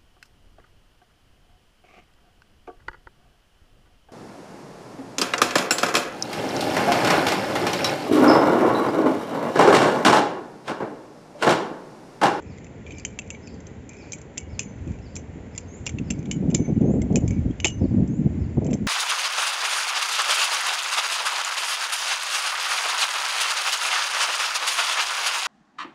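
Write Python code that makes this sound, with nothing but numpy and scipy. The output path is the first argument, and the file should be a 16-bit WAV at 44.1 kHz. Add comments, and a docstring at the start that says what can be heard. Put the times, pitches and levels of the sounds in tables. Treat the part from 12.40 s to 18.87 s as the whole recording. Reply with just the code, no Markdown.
"""A concrete yard: a butterfly-knife trainer is flipped by hand, close to a small microphone.
Handles, blade and stop pins clack and rattle through short resonances; sine modes ring until damped.
The pivots rub as grains of noise, and a dull noise burst is the handles slapping the palm.
Lumpy bands of noise buffet the microphone; two birds, gliding near sines, call in the distance
over a far traffic hum of shaped noise."""
import sys
import numpy as np
from scipy import signal
from scipy.fft import rfft, irfft
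from scipy.io import wavfile

SR = 44100
rng = np.random.default_rng(int(sys.argv[2]) if len(sys.argv) > 2 else 0)


def persist_wave(psi):
    """Save psi, clipped to +-1, as 16-bit WAV."""
    counts = np.round(np.clip(psi, -1, 1) * 32767).astype(np.int16)
    wavfile.write(sys.argv[1], SR, np.atleast_2d(counts).T)


N = 285327

# swings of a handle in which its pivot rubs and ticks: (start [s], end [s], rubbing level [dB])
SWINGS = [(.02, .3, -62), (.46, .64, -52), (.66, .95, -62), (1.49, 1.79, -54), (2.47, 2.6, -60),
          (3.78, 3.9, -62), (4.88, 5.0, -60), (6.24, 6.36, -62)]


def amp(db):
    """Gain of a level in dB."""
    return 10 ** (np.asarray(db) / 20)


def rms_one(x):
    """Scaled to rms 1."""
    return x / np.sqrt(np.mean(x ** 2) + 1e-20)


def in_time(rows):
    """Each column of a curve table, sample by sample."""
    s, *columns = np.transpose(rows)
    return [np.interp(np.arange(N) / SR, s, c) for c in columns]


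def drift(rate_hz):
    """Slow chance: noise twice through a one-pole low-pass; mean 0, spread 1."""
    r = np.exp(-2 * np.pi * rate_hz / SR)
    noise = rng.standard_normal(N + SR)
    slow = signal.lfilter([1], [1, -2 * r, r * r], noise)[SR:]   # the first second lets it settle
    return rms_one(slow - slow.mean())


def coloured(spectrum):
    """Noise with the given spectrum, drawn over log frequency; rms 1."""
    hz, db = np.transpose(spectrum)
    grid = np.fft.rfftfreq(N, 1 / SR) + 1   # 1 Hz up, to keep clear of log 0
    gain = amp(np.interp(np.log(grid), np.log(hz), db))
    return rms_one(irfft(rfft(rng.standard_normal(N)) * gain, N))


def resonate(x, peaks):
    """Parallel two-pole resonances of alternating sign."""
    out = 0
    for k, (hz, width, db) in enumerate(peaks):
        r = np.exp(-np.pi * width / SR)
        b = (1 - r * r) / 2 * np.array([1, 0, -1])
        a = [1, -2 * r * np.cos(2 * np.pi * hz / SR), r * r]
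        out = out + (-1) ** k * amp(db) * signal.lfilter(b, a, x + 1e-18)
    return out


def far_hum(level_db, waver_db):
    """Far traffic and air: steady shaped noise whose level wavers slowly."""
    # hum at the microphone: (frequency [Hz], relative level [dB per Hz])
    hum_spectrum = [(180, -26.5), (300, -12), (427, 0.5), (668, -9), (889, -11.5), (1230, -19.5),
                    (1410, -16.5), (1680, -17.5), (2040, -15), (4120, -32), (5410, -35), (7190, -24),
                    (7700, -28), (10000, -64.5), (16900, -120)]
    return amp(level_db + waver_db * drift(6.2)) * coloured(hum_spectrum)


def buffets():
    """Power of single eddies bursting on the port, middle and upper band: each swells, holds and falls."""
    # (start [s], length [s], level [dB], upper band relative to that level [dB])
    bursts = [(2.464, 0.053, -33, -25), (2.957, 0.045, -38, -25), (3.54, 0.046, -30.5, -23),
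              (3.597, 0.033, -29, -14), (3.706, 0.024, -25.5, -14), (3.773, 0.049, -31.5, -10.5),
              (3.879, 0.11, -30, -16), (4.025, 0.021, -23, -9.5), (4.051, 0.015, -19.5, -16),
              (4.074, 0.027, -15, -14.5), (4.122, 0.036, -18.5, -11), (4.187, 0.045, -19, -10.5),
              (4.277, .055, -20, -8.5), (4.362, 0.022, -17, -21.5), (4.407, 0.057, -17.5, -7),
              (4.476, 0.045, -17.5, -8.5), (4.537, 0.06, -21, -6.5), (4.612, .055, -23, -9.5),
              (4.702, 0.053, -21.5, -4), (4.742, 0.052, -17, -6.5), (4.822, .04, -20, -9),
              (4.904, 0.02, -20, -13.5), (4.966, 0.034, -24.5, -30), (5.05, 0.06, -24, -14),
              (5.307, 0.027, -28.5, -30), (5.409, 0.05, -19, -7), (5.507, 0.042, -21, -15.5),
              (5.563, 0.081, -19, -8.5), (5.792, 0.024, -20.5, -24), (5.845, 0.03, -17, -17),
              (5.948, 0.044, -24.5, -20), (6.103, 0.076, -26.5, -23), (6.171, 0.017, -13.5, -8.5),
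              (6.215, 0.052, -24.5, -3.5), (6.273, 0.019, -22, -5), (6.301, 0.056, -21.5, -8),
              (6.405, 0.071, -26, -23)]
    rise_s, fall_s = .008, .0071
    bright_rise_s, bright_t60_s = .0017, .53   # the upper band starts quickly and fades
    t, power = np.arange(N) / SR, np.zeros((2, N))
    for s, length, db, bright_db in bursts:
        body = np.clip((t - s) / rise_s + .5, 0, 1)
        bright_rise = np.clip((t - s) / bright_rise_s, 0, 1)
        bright = bright_rise * amp(bright_db - 60 * np.abs(t - s) / bright_t60_s)
        fall = np.clip((s + length - t) / fall_s + 1, 0, 1)
        power += (amp(db) * fall * [body, bright]) ** 2
    return power


def wind(shared_db, own_db, lumps_hz):
    """Eddies at the port: three bands of rumble, lumpy together and each on its own."""
    # steady wind on the microphone: (time [s], middle band level [dB], deepest rumble level [dB])
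    steady = [(0, -42, -43), (1.5, -43.5, -45.5), (1.98, -43.5, -45.5), (2.15, -42, -33.5),
              (2.25, -41, -44.5), (2.47, -40.5, -32.5), (2.7, -42.5, -42.5), (3.4, -42.5, -39),
              (3.56, -37.5, -34), (4.0, -28.5, -37.5), (4.5, -30.5, -31), (4.85, -25.5, -25.5),
              (5.05, -32.5, -26.5), (5.15, -38, -34), (5.4, -34.5, -28.5), (5.6, -27, -26.5),
              (5.75, -25, -39.5), (6.05, -34, -29), (6.47, -29.5, -35)]
    # rumble of the deepest band: (frequency [Hz], relative level [dB per Hz])
    deep_spectrum = [(20, -42.5), (32, -20), (50, 13), (85, 20.5), (130, 14), (200, -48.5)]
    # rumble of the middle band: (frequency [Hz], relative level [dB per Hz])
    mid_spectrum = [(70, -18), (130, 1), (220, 1), (310, -4.5), (450, -30), (700, -85)]
    # flutter of the upper band: (frequency [Hz], relative level [dB per Hz])
    top_spectrum = [(200, -32), (350, 1), (520, -6), (800, -18.5), (1200, -41.5), (1800, -71)]
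    calm_top_db, top_follows = -9, .43   # upper band in calm air; share of the level's rise it follows
    buffet_deep_db = -14.5   # deepest band of a buffet, relative to its middle band
    level_db, deep_db = in_time(steady)
    calm_db = level_db.min()
    top_db = calm_db + calm_top_db + top_follows * (level_db - calm_db)
    steady_power = amp([level_db, top_db, deep_db]) ** 2
    body, bright = buffets()
    buffet_power = [body, bright, body * amp(2 * buffet_deep_db)]
    mid, top, deep = np.sqrt(steady_power + buffet_power)
    lumps = shared_db * drift(lumps_hz)
    out = 0
    for spectrum, gain in [(mid_spectrum, mid), (top_spectrum, top), (deep_spectrum, deep)]:
        lumpy = coloured(spectrum) * amp(lumps + own_db * drift(lumps_hz))
        out = out + gain * rms_one(lumpy)
    return out


def pivots(grains_per_s, fade_s):
    """Dense tiny slips of the dry pivot into the metal while a handle swings."""
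    # resonances of the rubbed metal: (frequency [Hz], width [Hz], relative level [dB])
    rub_tone = [(2350, 110, 0), (2520, 200, -7), (6800, 1500, -20)]
    t, level = np.arange(N) / SR, np.zeros(N)
    for start, end, db in SWINGS:
        level += amp(db) * np.interp(t, [start, start + .0054, end - fade_s, end], [0, 1, 1, 0])
    grains = (rng.random(N) < grains_per_s / SR) * rng.standard_normal(N)
    slips = grains * amp(1.5 * drift(30))
    return level * rms_one(resonate(slips, rub_tone))


def pivot_ticks(per_swing):
    """Faint ticks of play in the pivots at chance moments of each swing, as rows like the clacks."""
    count = len(SWINGS) * per_swing
    luck, size = rng.random((count, 3)), rng.standard_normal((count, 2))
    start, end, _ = np.repeat(SWINGS, per_swing, axis=0).T
    s = start + luck[:, 0] * (end - start)
    treble_db, body_db = -48 + 3 * size[:, 0], -49 + 3 * size[:, 1]
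    treble_hz, body_hz = 5800 + 1700 * luck[:, 1], 2050 + 700 * luck[:, 2]
    return np.c_[s, treble_db, treble_hz, body_db, body_hz]


def strike(touches, hz, t60):
    """Each row of touches rings a short mode at that row's pitch."""
    after = np.arange(2000) / SR
    mode = amp(-60 * after / t60) * np.sin(2 * np.pi * hz[:, None] * after)
    return signal.fftconvolve(touches, mode, axes=1)[:, :touches.shape[1]]


def knife(share, rattle_db, rattle_t60, loose_share, loose_db, loose_t60, high_db, low_db):
    """A contact, a dense short rattle, then sparse ticks of loose pins; grip and place favour one pitch."""
    # metal on metal, levels of the contact before the metal's resonances:
    # (time [s], treble level [dB], treble pitch [Hz], low body level [dB], low body pitch [Hz])
    clacks = [(0.184, -40.5, 7360, -38, 2100), (0.2446, -35.5, 7350, -42, 2100),
              (0.4648, -44, 6440, -37, 2360), (0.507, -36.5, 7000, -33.5, 2420),
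              (0.5208, -35.5, 6400, -32.5, 3100), (0.5838, -30, 6300, -39, 2900),
              (0.5974, -30.5, 4830, -44, 2120), (0.6501, -15, 7580, -19.5, 3090),
              (0.7889, -20, 7570, -19.5, 2640), (0.9038, -20, 7830, -23.5, 2710),
              (0.9476, -45, 6800, -35, 2340), (1.0734, -34.5, 7540, -41, 2500),
              (1.142, -42.5, 6460, -50, 2100), (1.204, -36.5, 6920, -45, 2000),
              (1.2683, -36, 6400, -54, 2590), (1.492, -33, 7470, -46, 2140), (1.5684, -47, 7440, -61, 2370),
              (1.721, -19.5, 7840, -47, 2340), (1.7319, -20, 7200, -29, 2450),
              (1.7844, -37, 6860, -59, 2210), (1.8153, -36, 7540, -48, 2470),
              (1.9744, -27, 7400, -25.5, 2300), (1.9788, -15, 7670, -27, 2680),
              (2.1931, -9, 7250, -18.5, 2580), (2.2201, -42, 7440, -42, 2290),
              (2.232, -34, 7500, -41.5, 2480), (2.755, -25.5, 5520, -56, 2430),
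              (2.764, -20.5, 5750, -32.5, 2490), (3.15, -41, 5010, -41, 2300),
              (3.1603, -36, 7100, -42, 2010), (3.1782, -19, 7470, -34, 2840),
              (3.1837, -29, 7160, -32.5, 2800), (3.458, -31, 6900, -46, 2130),
              (3.4652, -12, 6000, -15.5, 2790), (3.4746, -19, 7340, -27, 2460),
              (3.4928, -24, 6440, -25, 2280), (3.5855, -32, 7050, -29.5, 2650),
              (3.7032, -23, 5440, -24, 2740), (3.707, -16, 6800, -25.5, 2470),
              (3.7905, -39.5, 6360, -49, 2420), (3.857, -39, 6060, -35, 2310),
              (3.9128, -17, 7520, -16, 3024), (3.917, -20, 7050, -39, 2900), (3.925, -29, 6800, -32, 3080),
              (4.102, -36, 7000, -40, 2910), (4.1116, -34.5, 7500, -39, 2530),
              (4.1441, -20, 6200, -28.5, 3580), (4.1474, -7, 7450, -27, 2660),
              (4.1553, -30, 6800, -28, 2380), (4.165, -27.5, 6200, -45, 2350),
              (4.414, -42, 7320, -50, 3370), (4.6178, -28, 7100, -34.5, 2080),
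              (4.726, -37.5, 7200, -48, 2210), (4.7576, -8.5, 7700, -19, 2530),
              (4.771, -25, 6400, -32, 2900), (4.8785, -26.5, 6470, -33, 2400),
              (4.9075, -33, 6300, -52, 2110), (5.1096, -46, 6940, -45, 3300),
              (5.2015, -19, 7100, -20, 3020), (5.2453, -7, 7340, -8.5, 2590),
              (5.2505, -9, 5130, -11.5, 2255), (5.256, -18, 6660, -12.5, 3100),
              (5.269, -13.5, 6300, -22, 3000), (5.2811, -15.5, 7500, -28, 2980),
              (5.3034, -32, 7150, -36, 2780), (5.677, -39, 7940, -64, 2740),
              (6.246, -30.5, 7110, -51, 2520), (6.2656, -32, 7630, -41, 3070),
              (6.3098, -34, 7080, -42, 2470), (6.3311, -22, 5940, -28.5, 2360),
              (6.3397, -23.5, 6730, -36, 2260)]
    # short low resonances of the gripped metal: (frequency [Hz], width [Hz], relative level [dB])
    body_low = [(875, 220, -14), (1470, 3000, -10), (2385, 396, 3), (3010, 1300, 3.5), (3273, 790, 9)]
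    # short high resonances of the gripped metal: (frequency [Hz], width [Hz], relative level [dB])
    body_high = [(4410, 580, -9), (4720, 440, -6), (6303, 160, 11), (6420, 380, 6), (7894, 1120, 11.5)]
    s, treble_db, treble_hz, body_db, body_hz = np.r_[clacks, pivot_ticks(per_swing=4)].T
    span = 5000   # samples of touching after each contact
    after = np.arange(span) / SR
    luck, sizes = rng.random((len(s), span)), rng.standard_normal((len(s), span))
    rattle = (luck < share) * amp(rattle_db - 60 * after / rattle_t60)
    loose = (luck < loose_share) * amp(loose_db - 60 * after / loose_t60)
    touches = sizes * (rattle + loose)
    touches[:, 0] = 1   # the contact itself
    bright = touches * amp(treble_db)[:, None]
    full = touches * amp(body_db)[:, None]
    favoured = amp(-7) * strike(bright, treble_hz, t60=.008)
    favoured += amp(-3) * strike(full, body_hz, t60=.017)
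    high, low, tone = np.zeros((3, N + span))
    for k, i in enumerate(np.round(s * SR).astype(int)):
        high[i:i + span] += bright[k]
        low[i:i + span] += full[k]
        tone[i:i + span] += favoured[k]
    treble = amp(high_db) * resonate(high[:N], body_high)
    body = amp(low_db) * resonate(low[:N], body_low)
    return treble + body + tone[:N]


def ring(waver_db, damp_t60):
    """Each mode and its close partner ring until the hand closes on the part; spinning makes them waver."""
    # moments when the parts ring freely: (time [s], time until the hand damps it [s],
    # blade low [dB], blade high [dB], handle low [dB], handle high [dB])
    rings = [(.651, 0.074, -70, -66, -70, -48), (.79, 0.034, -73, -68, -55, -58),
             (.903, 0.043, -44, -61, -63, -49), (.948, 0.13, -67, -63, -74, -70),
             (1.732, 0.11, -56, -64, -72, -50.5), (1.978, 0.25, -48, -65, -52.5, -49),
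             (2.194, 0.28, -53.5, -54.5, -56, -39), (2.762, 0.055, -54, -53, -63, -54),
             (3.469, 0.028, -85, -77, -69, -64), (3.705, 0.088, -55, -71, -68, -68),
             (3.915, 0.053, -53, -66, -59, -42.5), (4.149, 0.21, -42.5, -45, -58, -41),
             (4.368, 0.26, -66, -69, -72, -64), (4.759, 0.15, -63.5, -63, -57, -41),
             (4.879, 0.18, -62, -59, -68, -55), (4.908, 0.089, -48, -67, -72, -70),
             (5.203, 0.05, -50.5, -56, -50.5, -58), (5.252, 0.14, -49, -46, -34.5, -52)]
    # blade low, blade high, handle low, handle high: (frequency [Hz], t60 [s],
    # close partner [Hz], partner's relative level [dB], partner's t60 [s])
    modes = [(2250, .6, 2330, -6, .15), (6180, .7, 6360, -8, .08), (2870, .3, 2990, 3, .13),
             (6850, .2, 7000, -8, .12)]
    span = SR // 2
    out, after = np.zeros((len(modes), N + span)), np.arange(span) / SR
    for s, free_s, *strength_db in rings:
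        held = amp(-60 * np.maximum(after - free_s, 0) / damp_t60)
        for k, (hz, t60, near_hz, near_db, near_t60) in enumerate(modes):
            pair = amp(-60 * after / t60) * np.sin(2 * np.pi * hz * after)
            pair += amp(near_db - 60 * after / near_t60) * np.sin(2 * np.pi * near_hz * after)
            out[k, int(s * SR):][:span] += amp(strength_db[k]) * held * pair
    return sum(amp(waver_db * drift(30)) * mode[:N] for mode in out)


def bird(calls, shape, rough):
    """A near sine follows the call's shape, slightly hoarse."""
    out, (after, hz, db) = np.zeros(N + SR), np.transpose(shape)
    t = np.arange(int(after[-1] * SR)) / SR
    phase = 2 * np.pi * np.cumsum(np.interp(t, after, hz)) / SR
    call = amp(np.interp(t, after, db)) * np.sin(phase)
    for s, level_db in calls:
        out[int(s * SR):][:len(t)] += amp(level_db) * call
    return out[:N] * (1 + rough * drift(270))


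def distance(x, wall_s, wall_db, tail_db, t60):
    """One wall answers a far sound; scattered reflections off houses and trees smear it."""
    t = np.arange(SR // 2) / SR
    tail = rng.standard_normal(len(t)) * amp(-60 * t / t60)
    tail = tail / np.sqrt(np.sum(tail ** 2))
    wall = np.pad(x, (int(wall_s * SR), 0))[:N]
    smear = signal.fftconvolve(x, tail)[:N]
    return x + amp(wall_db) * wall + amp(tail_db) * smear


def chirping_bird():
    """A far bird whose short call sweeps up, then down."""
    # calls: (time [s], level before the call's shape [dB])
    chirps = [(.062, -62), (.528, -60), (1.022, -56), (1.567, -57), (2.087, -59), (2.61, -60), (3.12, -61),
              (3.635, -61), (4.835, -64), (5.385, -61), (5.985, -64)]
    # shape of a call: (time from start [s], pitch [Hz], relative level [dB])
    chirp_shape = [(0, 4400, -10), (.012, 5320, -4), (.03, 5150, -5), (.036, 5400, -1), (.045, 5000, 1.5),
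                   (.058, 4600, 1.5), (.075, 4100, -9), (.1, 3300, -16), (.11, 3100, -26)]
    return distance(bird(chirps, chirp_shape, rough=.3), wall_s=.068, wall_db=-7, tail_db=-1.5, t60=.55)


def whistling_bird():
    """A far bird whose short whistle glides upward."""
    # calls: (time [s], level before the call's shape [dB])
    whistles = [(3.27, -50), (4.435, -53), (5.675, -57)]
    # shape of a call: (time from start [s], pitch [Hz], relative level [dB])
    whistle_shape = [(0, 6250, -16), (.02, 6430, -4), (.045, 6500, -6), (.06, 6650, -3), (.07, 6880, 0),
                     (.09, 7200, 0), (.105, 7500, -3), (.115, 7600, -18)]
    return distance(bird(whistles, whistle_shape, rough=.4), wall_s=.03, wall_db=-14, tail_db=-2, t60=.6)


def slap():
    """A short low burst as the palm stops the closing handles."""
    # handles shut in the palm: (time [s], length [s], level [dB])
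    palm_stop = (5.2455, 0.017, -24)
    # low bands of the thud, passed twice: (frequency [Hz], width [Hz], relative level per pass [dB])
    palm_bands = [(330, 370, 2.5), (800, 620, -3)]
    s, length, db = palm_stop
    t = np.arange(N) / SR
    thud = resonate(resonate(rng.standard_normal(N), palm_bands), palm_bands)
    return amp(db) * ((t > s) & (t < s + length)) * rms_one(thud)


def yard_echoes(x, wall_cut_hz):
    """A few faint early echoes off the ground and walls, nearly as bright as the metal."""
    # ground and walls: (delay [s], level [dB])
    echoes = [(.006, -13), (0.03, -26), (.052, -35)]
    reflected = signal.lfilter(*signal.butter(1, wall_cut_hz, fs=SR), x)
    return x + sum(amp(db) * np.pad(reflected, (int(s * SR), 0))[:N] for s, db in echoes)


def scene():
    """Knife close by and birds far off, wind and far hum at the microphone."""
    hum = far_hum(level_db=-49, waver_db=.59)
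    gusts = wind(shared_db=1.3, own_db=2.0, lumps_hz=55.5)
    rubbing = pivots(grains_per_s=3900, fade_s=.042)
    clacks = knife(share=.09, rattle_db=-7, rattle_t60=.018,
                   loose_share=.006, loose_db=-15, loose_t60=.13, high_db=14, low_db=16)
    metal = rubbing + clacks + ring(waver_db=5.0, damp_t60=.06) + slap()
    birds = chirping_bird() + whistling_bird()
    return (yard_echoes(metal, wall_cut_hz=21000) + birds + gusts + hum)[None]


def record(dry):
    """The small microphone loses the deepest bass; the top is cut steeply."""
    heard = signal.sosfilt(signal.butter(2, 30, "high", fs=SR, output="sos"), dry)
    heard = signal.sosfilt(signal.butter(4, 8600, fs=SR, output="sos"), heard)
    return signal.sosfilt(signal.ellip(10, .5, 48, 7560, fs=SR, output="sos"), heard)


dry = scene()
out = record(dry)
persist_wave(out)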